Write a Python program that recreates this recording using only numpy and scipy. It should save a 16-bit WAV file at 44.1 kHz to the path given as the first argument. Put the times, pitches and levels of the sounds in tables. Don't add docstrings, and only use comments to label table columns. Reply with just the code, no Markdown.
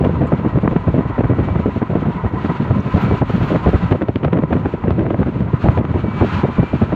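import sys
import numpy as np
from scipy import signal
from scipy.fft import rfft, irfft
from scipy.io import wavfile
from scipy.ndimage import uniform_filter1d, minimum_filter1d

SR = 44100
rng = np.random.default_rng(int(sys.argv[2]) if len(sys.argv) > 2 else 0)


def digitize_waveform(pressure):
    field = np.atleast_2d(pressure).T
    bounded = np.clip(field, -1, 1)
    quanta = np.round(bounded * 32767).astype(np.int16)
    wavfile.write(sys.argv[1], SR, quanta)


N = 306495

# start in seconds, length in seconds, thump level in dB, flutter level in dB.
STRONG_EDDIES = [(0.002, 0.026, -13, -16.5), (0.035, 0.035, -14.5, -12), (0.088, 0.014, -14.5, -16.5),
                 (0.205, 0.049, -16, -15), (0.315, 0.028, -11.5, -13), (0.384, 0.016, -18.5, -23),
                 (0.442, 0.036, -19, -13), (0.524, 0.055, -18.5, -27.5), (0.553, 0.025, -12.5, -13.5),
                 (0.63, 0.033, -13.5, -17), (0.673, 0.0073, -15, -12), (0.709, 0.019, -20, -18),
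                 (0.754, 0.021, -12, -13.5), (0.869, 0.033, -11.5, -16.5), (0.937, 0.03, -15.5, -15),
                 (0.974, 0.034, -16.5, -12.5), (1.049, 0.014, -16.5, -20.5), (1.094, 0.017, -18.5, -21),
                 (1.178, 0.032, -17, -12.5), (1.232, 0.028, -14, -16.5), (1.293, 0.039, -12, -15),
                 (1.379, 0.024, -12.5, -14), (1.471, 0.023, -25, -21.5), (1.55, 0.014, -14, -15),
                 (1.587, 0.018, -18, -17), (1.655, 0.038, -18.5, -14.5), (1.757, 0.018, -13.5, -19.5),
                 (1.814, 0.016, -17, -13.5), (1.894, 0.038, -18.5, -20.5), (1.949, 0.039, -18.5, -14.5),
                 (2.017, 0.013, -14.5, -16.5), (2.053, 0.05, -15.5, -22.5), (2.234, 0.026, -12, -21),
                 (2.333, 0.037, -17.5, -22.5), (2.443, 0.021, -17.5, -17.5), (2.488, 0.025, -15, -19),
                 (2.597, 0.029, -13, -18), (2.7, 0.017, -10, -25), (2.754, 0.055, -16, -24),
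                 (2.937, 0.041, -8.5, -16.5), (3.022, 0.068, -15.5, -23.5), (3.105, .048, -14, -16.5),
                 (3.212, 0.019, -8.5, -14), (3.293, 0.01, -16.5, -16.5), (3.333, 0.046, -15, -19),
                 (3.405, 0.042, -15, -17.5), (3.499, 0.041, -22.5, -15), (3.543, 0.025, -12.5, -13.5),
                 (3.657, 0.035, -10, -11), (3.729, 0.028, -9.5, -14.5), (3.823, 0.038, -13, -31.5),
                 (3.906, 0.049, -13.5, -14.5), (4.008, 0.031, -26, -15.5), (4.083, 0.019, -14.5, -13),
                 (4.154, 0.013, -18.5, -16), (4.227, 0.054, -16, -18), (4.325, 0.073, -17, -14),
                 (4.418, 0.031, -15, -20), (4.501, .036, -18.5, -16.5), (4.549, 0.028, -17, -17),
                 (4.647, 0.023, -18, -16), (4.734, 0.016, -19.5, -19.5), (4.835, 0.025, -19.5, -15.5),
                 (4.869, 0.05, -15, -17), (4.977, 0.11, -24.5, -16.5), (5.102, 0.047, -20.5, -18),
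                 (5.187, 0.05, -12.5, -18.5), (5.259, 0.038, -19.5, -17.5), (5.355, 0.018, -16.5, -20),
                 (5.4, 0.042, -14, -23.5), (5.529, 0.02, -9.5, -20), (5.638, 0.038, -12.5, -13),
                 (5.679, 0.023, -5.5, -22.5), (5.769, 0.042, -15, -16), (5.839, 0.016, -20, -25),
                 (5.882, 0.027, -14.5, -26), (5.941, 0.054, -16.5, -19), (6.037, 0.026, -16.5, -18.5),
                 (6.078, 0.0096, -21.5, -17), (6.207, 0.04, -13, -13), (6.319, 0.075, -18.5, -28.5),
                 (6.43, 0.023, -13, -13), (6.481, 0.02, -17, -21.5), (6.578, 0.033, -7.5, -14.5),
                 (6.624, 0.016, -20, -15), (6.729, 0.03, -13.5, -15), (6.814, 0.024, -11, -15),
                 (6.919, 0.021, -24, -14.5)]
# frequency in Hz, relative level in dB.
FLUTTER_SPECTRUM = [(90, -27), (160, -8), (210, 2), (310, 0.5), (450, -6), (680, -11.5), (900, -24),
                    (1300, -29), (2200, -36), (4500, -71.5)]
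# frequency in Hz, relative level in dB.
RASP_SPECTRUM = [(150, -6.5), (400, 14), (800, 12.5), (1500, 4.5), (2200, -2.5), (3000, -7.5),
                 (4000, -19.5), (5000, -32.5), (7000, -41), (9500, -52.5), (13000, -57)]
# time in seconds, level in dB.
AIRFLOW_LEVELS = [(0, -43.5), (0.56, -43), (1.02, -44), (1.2, -42.5), (1.76, -42), (1.84, -47), (1.92, -42),
                  (2.35, -44), (2.44, -38), (2.8, -41.5), (2.96, -35), (3.19, -36.5), (3.24, -44.5),
                  (3.3, -34), (3.43, -36), (3.49, -33.5), (3.58, -38.5), (3.73, -37), (3.9, -39.5),
                  (4.05, -50), (4.47, -49), (4.56, -42), (4.98, -47), (5.58, -43), (5.615, -36),
                  (5.77, -40.5), (5.81, -46.5), (5.92, -41), (6.13, -41.5), (6.19, -37), (6.415, -32),
                  (6.445, -39.5), (6.95, -39.5)]


def buffeting(slap_db=-0.5, flap_db=-1.5, spread_octaves=0.2):
    # frequency in Hz, relative level in dB.
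    thump_spectrum = [(12, -40), (25, -31), (34, -27), (48, -19.5), (69, -4.5), (118, -1), (178, -3),
                      (240, -15), (380, -32)]
    out = np.zeros(N)
    eddies = STRONG_EDDIES + weak_eddies()
    stretches = 2 ** (spread_octaves * rng.uniform(-0.97, 1, (len(eddies), 2)))
    for (start_s, length_s, thump_db, flutter_db), (low_stretch, mid_stretch) in zip(eddies, stretches):
        low = impulse_response(thump_spectrum, low_stretch)
        mid = impulse_response(FLUTTER_SPECTRUM, mid_stretch)
        slap = eddy_burst(0.0039, mid, rise_s=0.00023, fall_s=0.0014, sag_db=0, lumpy_db=-4)
        thump = eddy_burst(length_s, low, rise_s=0.0015, fall_s=0.0058, sag_db=5, lumpy_db=3)
        flap = eddy_burst(length_s, mid, rise_s=0.0034, fall_s=0.0034, sag_db=2.5, lumpy_db=4.5)
        add(out, start_s + 0.002965, gain_of(flutter_db + slap_db) * slap)
        add(out, start_s - 0.002, gain_of(thump_db) * thump)
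        add(out, start_s + 0.00098, gain_of(flutter_db + flap_db) * flap)
    return out


def weak_eddies(shed_hz=12, jitter_s=0.004, length_s=0.04, thump_db=-20.5, flutter_db=-31, spread_db=2.5):
    strong_s = [row[0] for row in STRONG_EDDIES] + [N / SR + 0.5 / shed_hz]
    rows = []
    for from_s, to_s in zip(strong_s, strong_s[1:]):
        periods = max(round((to_s - from_s) * shed_hz), 1)
        for start_s in np.linspace(from_s, to_s, periods + 1)[1:-1]:
            late_s, low_db, mid_db = rng.standard_normal(3) * (jitter_s, spread_db, spread_db)
            rows.append((start_s + late_s, length_s, thump_db + low_db, flutter_db + mid_db))
    return rows


def eddy_burst(length_s, response, rise_s, fall_s, sag_db, lumpy_db, size=8192):
    t = np.arange(size) / SR
    release = np.exp(-np.maximum(t - length_s, 0) / fall_s)
    envelope = np.minimum(t / rise_s, 1) * gain_of(-sag_db * t / length_s) * release
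    lumps = unit_rms(uniform_filter1d(rng.standard_normal(size), size=140))
    turbulence = envelope * gain_of(lumpy_db * lumps) * rng.standard_normal(size)
    burst = signal.fftconvolve(turbulence, response)
    return burst * np.sqrt(length_s * SR / np.sum(burst ** 2))


def cracks(trim_db=1, snap_db=0.5, build_ratio=0.8, treble_hz=2180, octaves_per_db=0.032, size=4096):
    # crest in seconds, decay in seconds, level in dB, treble gain in dB.
    crests = [(0.0491, 0.0053, -22.5, 6), (0.3249, 0.0028, -19, -11.5), (0.5873, 0.0024, -23, -2),
              (0.6585, 0.0018, -20.5, -12), (0.6778, 0.0016, -14, -13), (0.7635, 0.0023, -19.5, -4.5),
              (0.9819, 0.0015, -24, -7), (1.2444, 0.0021, -23.5, -8), (1.3345, 0.0016, -24, -6.5),
              (1.4035, 0.0076, -30, -14), (1.4869, 0.0067, -21.5, -10), (1.558, 0.004, -21, -14),
              (1.8222, 0.003, -44, 6), (1.9591, 0.006, -25, -8), (2.45, 0.0072, -21.5, -9),
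              (2.5003, 0.0032, -22.5, -12), (2.7093, 0.0031, -18, -15), (3.2213, 0.0033, -12.5, -18),
              (3.5603, 0.0026, -17, -8), (3.6756, 0.0039, -21, 0), (3.9136, 0.0048, -23, 5.5),
              (3.9245, 0.0071, -21, 6), (3.9597, 0.0018, -26, -13), (4.0184, 0.0017, -18.5, -7.5),
              (4.0238, 0.00197, -23.5, 1), (4.0851, 0.0051, -29, 9), (4.159, 0.0023, -26.5, 9),
              (4.2341, 0.0029, -27.5, 0), (4.2481, 0.0079, -17, 2), (4.2821, 0.0058, -21, -5),
              (4.332, 0.0062, -20.5, 2.5), (4.3743, 0.0035, -25, -1), (4.3895, 0.004, -23.5, -1),
              (4.4367, 0.0021, -19.5, -11), (4.5125, 0.0015, -21, -16.5), (4.5307, 0.0077, -16, -4.5),
              (4.57, 0.0046, -27, -1), (4.658, 0.004, -19, -6), (4.841, 0.006, -23, -12),
              (4.9069, 0.0031, -21.5, 4), (4.9945, 0.002, -26, 1), (5.0658, 0.0009, -22.0, -8),
              (5.1059, 0.0051, -19.5, -3.5), (5.1443, 0.002, -19, -7), (5.2147, 0.0031, -24, -13),
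              (5.2308, 0.0037, -22, -4), (5.6864, 0.0028, -14, -5.5), (5.7763, 0.0026, -22.5, -3),
              (5.7879, 0.0032, -26, 3.5), (5.852, 0.0026, -26, -2), (5.9424, 0.0025, -22, -14),
              (6.2126, 0.0052, -15.5, -14), (6.2239, 0.006, -14, -17), (6.8173, 0.0039, -22, -11),
              (6.9277, 0.006, -29.5, 5)]
    out = np.zeros(N)
    t = (np.arange(size) - size // 2) / SR
    shelf = 1 - 1 / (1 + (np.fft.rfftfreq(size, 1 / SR) / treble_hz) ** 4)
    scale = np.sqrt(0.007 * SR)
    for crest_s, decay_s, level_db, treble_db in crests:
        stretch = 2 ** (octaves_per_db * min(treble_db, 0))
        rasp = impulse_response(RASP_SPECTRUM, stretch)
        envelope = np.exp(-abs(t) / np.where(t < 0, build_ratio * decay_s, decay_s))
        tear = rng.standard_normal(size) * envelope
        snap = gain_of(snap_db) * (t == 0)
        pop = signal.fftconvolve(tear / np.linalg.norm(tear) + snap, rasp)[:size]
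        pop = irfft(rfft(pop / np.linalg.norm(pop)) * gain_of(treble_db * shelf))
        add(out, crest_s + t[0], gain_of(level_db + trim_db) * scale * pop)
    return out


def crackle(buffets, relative_db=-23.5, snaps_per_s=150, spread_db=2.5):
    power = abs(uniform_filter1d(buffets ** 2, size=300))
    onsets = rng.random(N) < snaps_per_s / SR
    sizes = gain_of(spread_db * np.minimum(rng.exponential(1, N), 2))
    snaps = onsets * sizes * np.sign(buffets) * np.sqrt(power)
    rasp = signal.oaconvolve(snaps, impulse_response(RASP_SPECTRUM))[:N]
    return gain_of(relative_db) * np.std(buffets) * unit_rms(rasp)


def ripples(level_db=-34, lumpy_db=4, lumps_hz=27):
    flutter = noise(lambda hz: spectrum_gain(FLUTTER_SPECTRUM, hz))
    return gain_of(level_db) * unit_rms(flutter * gain_of(lumpy_db * wander(lumps_hz)))


def road_and_engine(rumble_db=-24, bumps_db=3.5, gust_share=0.32, engine_db=-36.5, firing_hz=121.6):
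    # frequency in Hz, relative level in dB.
    rumble_spectrum = [(12, -54), (24, -37), (33, -29), (50, -15), (80, 4), (120, 1.5), (170, 2),
                       (270, -6.5), (500, -16), (750, -22), (1200, -43)]
    rumble = noise(lambda hz: spectrum_gain(rumble_spectrum, hz))
    rumble *= gain_of(bumps_db * wander(rate_hz=3.4) + gust_share * follow(AIRFLOW_LEVELS))
    firings = wavering_cycles(firing_hz, depth=0.035, rate_hz=6)
    engine = np.sin(2 * np.pi * firings)
    return gain_of(rumble_db) * unit_rms(rumble) + gain_of(engine_db) * unit_rms(engine)


def window_roar(trim_db=-2.5, uneven_db=2.5, waver_db=0.8, waver_hz=7):
    # frequency in Hz, half-width in Hz, relative level in dB.
    resonances = [(993, 58, 4), (1283, 60, -3), (1500, 100, -11.5), (881, 230, -4), (1940, 100, -9.5)]
    # time in seconds, level in dB.
    roar_levels = [(0.0, -31.5), (0.78, -31), (2.85, -30), (2.93, -23), (3.17, -27), (3.24, -37),
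                   (3.45, -30), (3.89, -31.5), (4.09, -41), (4.63, -34), (5.53, -35.5), (5.67, -30),
                   (5.89, -34.5), (6.2, -32.5), (6.4, -25.5), (6.45, -30), (6.76, -35.5), (6.95, -30)]
    roar = np.zeros(N)
    for centre_hz, width_hz, level_db in resonances:
        cycles = wavering_cycles(centre_hz, depth=0.018, rate_hz=waver_hz)
        ring = noise_band(cycles, width_hz) * np.sqrt(width_hz)
        roar += ring * gain_of(level_db + waver_db * wander(waver_hz))
    return unit_rms(roar) * gain_of(follow(roar_levels) + trim_db + uneven_db * wander(rate_hz=18))


def cabin_boom(trim_db=-4.5, centre_hz=56.3, width_octaves=0.31):
    # time in seconds, level in dB.
    boom_levels = [(0, -43.5), (0.7, -29.5), (1.3, -27), (1.6, -32.5), (2.5, -36), (3.0, -31), (3.75, -27),
                   (4.05, -42), (4.4, -38.5), (6.95, -34.5)]
    band = noise(lambda hz: np.exp(-(np.log2((hz + 1) / centre_hz) / width_octaves) ** 2 / 2))
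    return band * gain_of(follow(boom_levels) + trim_db)


def air_rush(trim_db=2.5, flicker_db=1.57, bright_hz=4870, bright_octaves=0.3, brighten=0.35):
    # frequency in Hz, relative level in dB.
    hiss_spectrum = [(720, -3), (1350, 7), (1950, -4), (2650, -3), (3200, -9), (4250, -16), (5050, -27),
                     (7050, -29), (8100, -37.5), (9700, -44.5), (12000, -48), (13800, -45), (15500, -46.5)]
    flow_db = follow(AIRFLOW_LEVELS)
    gust_db = np.maximum(flow_db - np.median(flow_db), 0)
    hiss = noise(lambda hz: spectrum_gain(hiss_spectrum, hz))
    offset_octaves = np.log2((np.fft.rfftfreq(N, 1 / SR) + 1) / bright_hz)
    bright_band = irfft(rfft(hiss) / (1 + (offset_octaves / bright_octaves) ** 2), N)
    hiss += bright_band * (gain_of(brighten * gust_db) - 1)
    return hiss * gain_of(flow_db + trim_db + flicker_db * wander(rate_hz=21))


def edge_whistle(tone_db=-3.5, fuzz_db=-12, hiss_db=-58.5):
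    # time in seconds, pitch in Hz.
    edge_pitches = [(1.3, 2270), (1.5, 2305), (1.7, 2230), (2.3, 2202), (2.55, 2226), (3.13, 2298),
                    (5.9, 2270), (6.2, 2297), (6.5, 2336), (6.9, 2380)]
    # time in seconds, level in dB.
    edge_levels = [(0, -62), (1.25, -51), (1.52, -41.5), (1.72, -54), (2.35, -50.5), (2.75, -55.5),
                   (3.12, -39.5), (3.25, -56), (5.6, -65), (5.95, -49), (6.21, -37), (6.3, -49), (6.5, -47),
                   (6.68, -40), (6.8, -50), (6.95, -58)]
    cycles = wavering_cycles(follow(edge_pitches), depth=0.001, rate_hz=43)
    tone = gain_of(tone_db) * unit_rms(np.sin(2 * np.pi * cycles))
    fuzz = gain_of(fuzz_db) * noise_band(cycles, half_width_hz=25)
    hiss = gain_of(hiss_db) * noise_band(cycles, half_width_hz=91)
    return gain_of(follow(edge_levels)) * (tone + fuzz) + hiss


def high_ticks(relative_width=0.1):
    # start in seconds, length in seconds, level in dB, centre in Hz.
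    ticks_and_hisses = [(0.263, 0.024, -63, 7500), (0.672, .004, -68, 12000), (0.965, .004, -69, 12500),
                        (1.385, .004, -71, 12000), (2.795, 0.022, -60, 5860), (2.991, .07, -63, 14000),
                        (3.018, 0.036, -65, 6950), (3.203, 0.45, -73, 13000), (3.926, .004, -61, 12000),
                        (4.43, .004, -71, 12000), (4.987, .004, -65, 12000), (5.206, 0.0044, -65, 12000),
                        (5.545, .004, -71, 12000), (5.642, .006, -68, 12000), (5.688, 0.0042, -61, 12100),
                        (5.785, .004, -63, 12000)]
    out = np.zeros(N)
    hz = np.fft.rfftfreq(SR, 1 / SR)
    for start_s, length_s, level_db, centre_hz in ticks_and_hisses:
        detuning = (hz / centre_hz - 1) / relative_width
        band = irfft(rfft(rng.standard_normal(SR)) / (1 + detuning ** 2))[:int(length_s * SR)]
        add(out, start_s, gain_of(level_db) * unit_rms(band * np.hanning(len(band))))
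    return out


def gain_of(db):
    return 10 ** (np.asarray(db) / 20)


def unit_rms(x):
    return x / np.sqrt(np.mean(x ** 2) + 1e-20)


def spectrum_gain(spectrum, hz):
    points_hz, points_db = np.transpose(spectrum)
    db = np.interp(np.log(hz + 1), np.log(points_hz + 1), points_db)
    octaves_over = np.log2(np.maximum(hz / points_hz[-1], 1))
    return gain_of(np.maximum(db - 24 * octaves_over, -110))


def impulse_response(spectrum, stretch=1, size=4096):
    hz = abs(np.fft.fftfreq(size, 1 / SR))
    log_gain = np.log(spectrum_gain(spectrum, hz / stretch))
    return np.fft.ifft(np.exp(signal.hilbert(log_gain).conj())).real[:size // 2]


def follow(curve):
    return np.interp(np.arange(N) / SR, *np.transpose(curve))


def add(mix, start_s, sound):
    part = mix[max(round(start_s * SR), 0):][:len(sound)]
    part += sound[:len(part)]


def noise(shape):
    return unit_rms(irfft(rfft(rng.standard_normal(N)) * shape(np.fft.rfftfreq(N, 1 / SR)), N))


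def wander(rate_hz):
    return noise(lambda hz: 1 / (1 + (hz / rate_hz) ** 4))


def wavering_cycles(pitch_hz, depth, rate_hz):
    return np.cumsum(pitch_hz * (1 + depth * wander(rate_hz))) / SR


def noise_band(cycles, half_width_hz):
    inphase, quadrature = (noise(lambda hz: 1 / (1 + (hz / half_width_hz) ** 2)) for _ in range(2))
    return inphase * np.cos(2 * np.pi * cycles) + quadrature * np.sin(2 * np.pi * cycles)


def scene():
    buffets = buffeting()
    wind = buffets + crackle(buffets) + cracks() + ripples()
    car = road_and_engine() + cabin_boom()
    return (wind + car + window_roar() + air_rush() + edge_whistle() + high_ticks())[None]


def record(dry):
    ceiling_db, release_db_per_s, cutoff_hz = -1, 200, 15650
    release_db = np.arange(N) * release_db_per_s / SR
    peak_db = 20 * np.log10(abs(dry[0]) + 1e-9)
    held_db = np.maximum.accumulate(peak_db + release_db) - release_db
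    over_db = np.maximum(held_db - ceiling_db, 0)
    duck_db = uniform_filter1d(minimum_filter1d(-over_db, size=91), size=91)
    limited = dry * gain_of(uniform_filter1d(duck_db, size=25))
    lowpass = signal.firwin(511, cutoff_hz, window=("kaiser", 9), fs=SR)
    return signal.oaconvolve(limited, lowpass[None], "same")


dry = scene()
out = record(dry)
digitize_waveform(out)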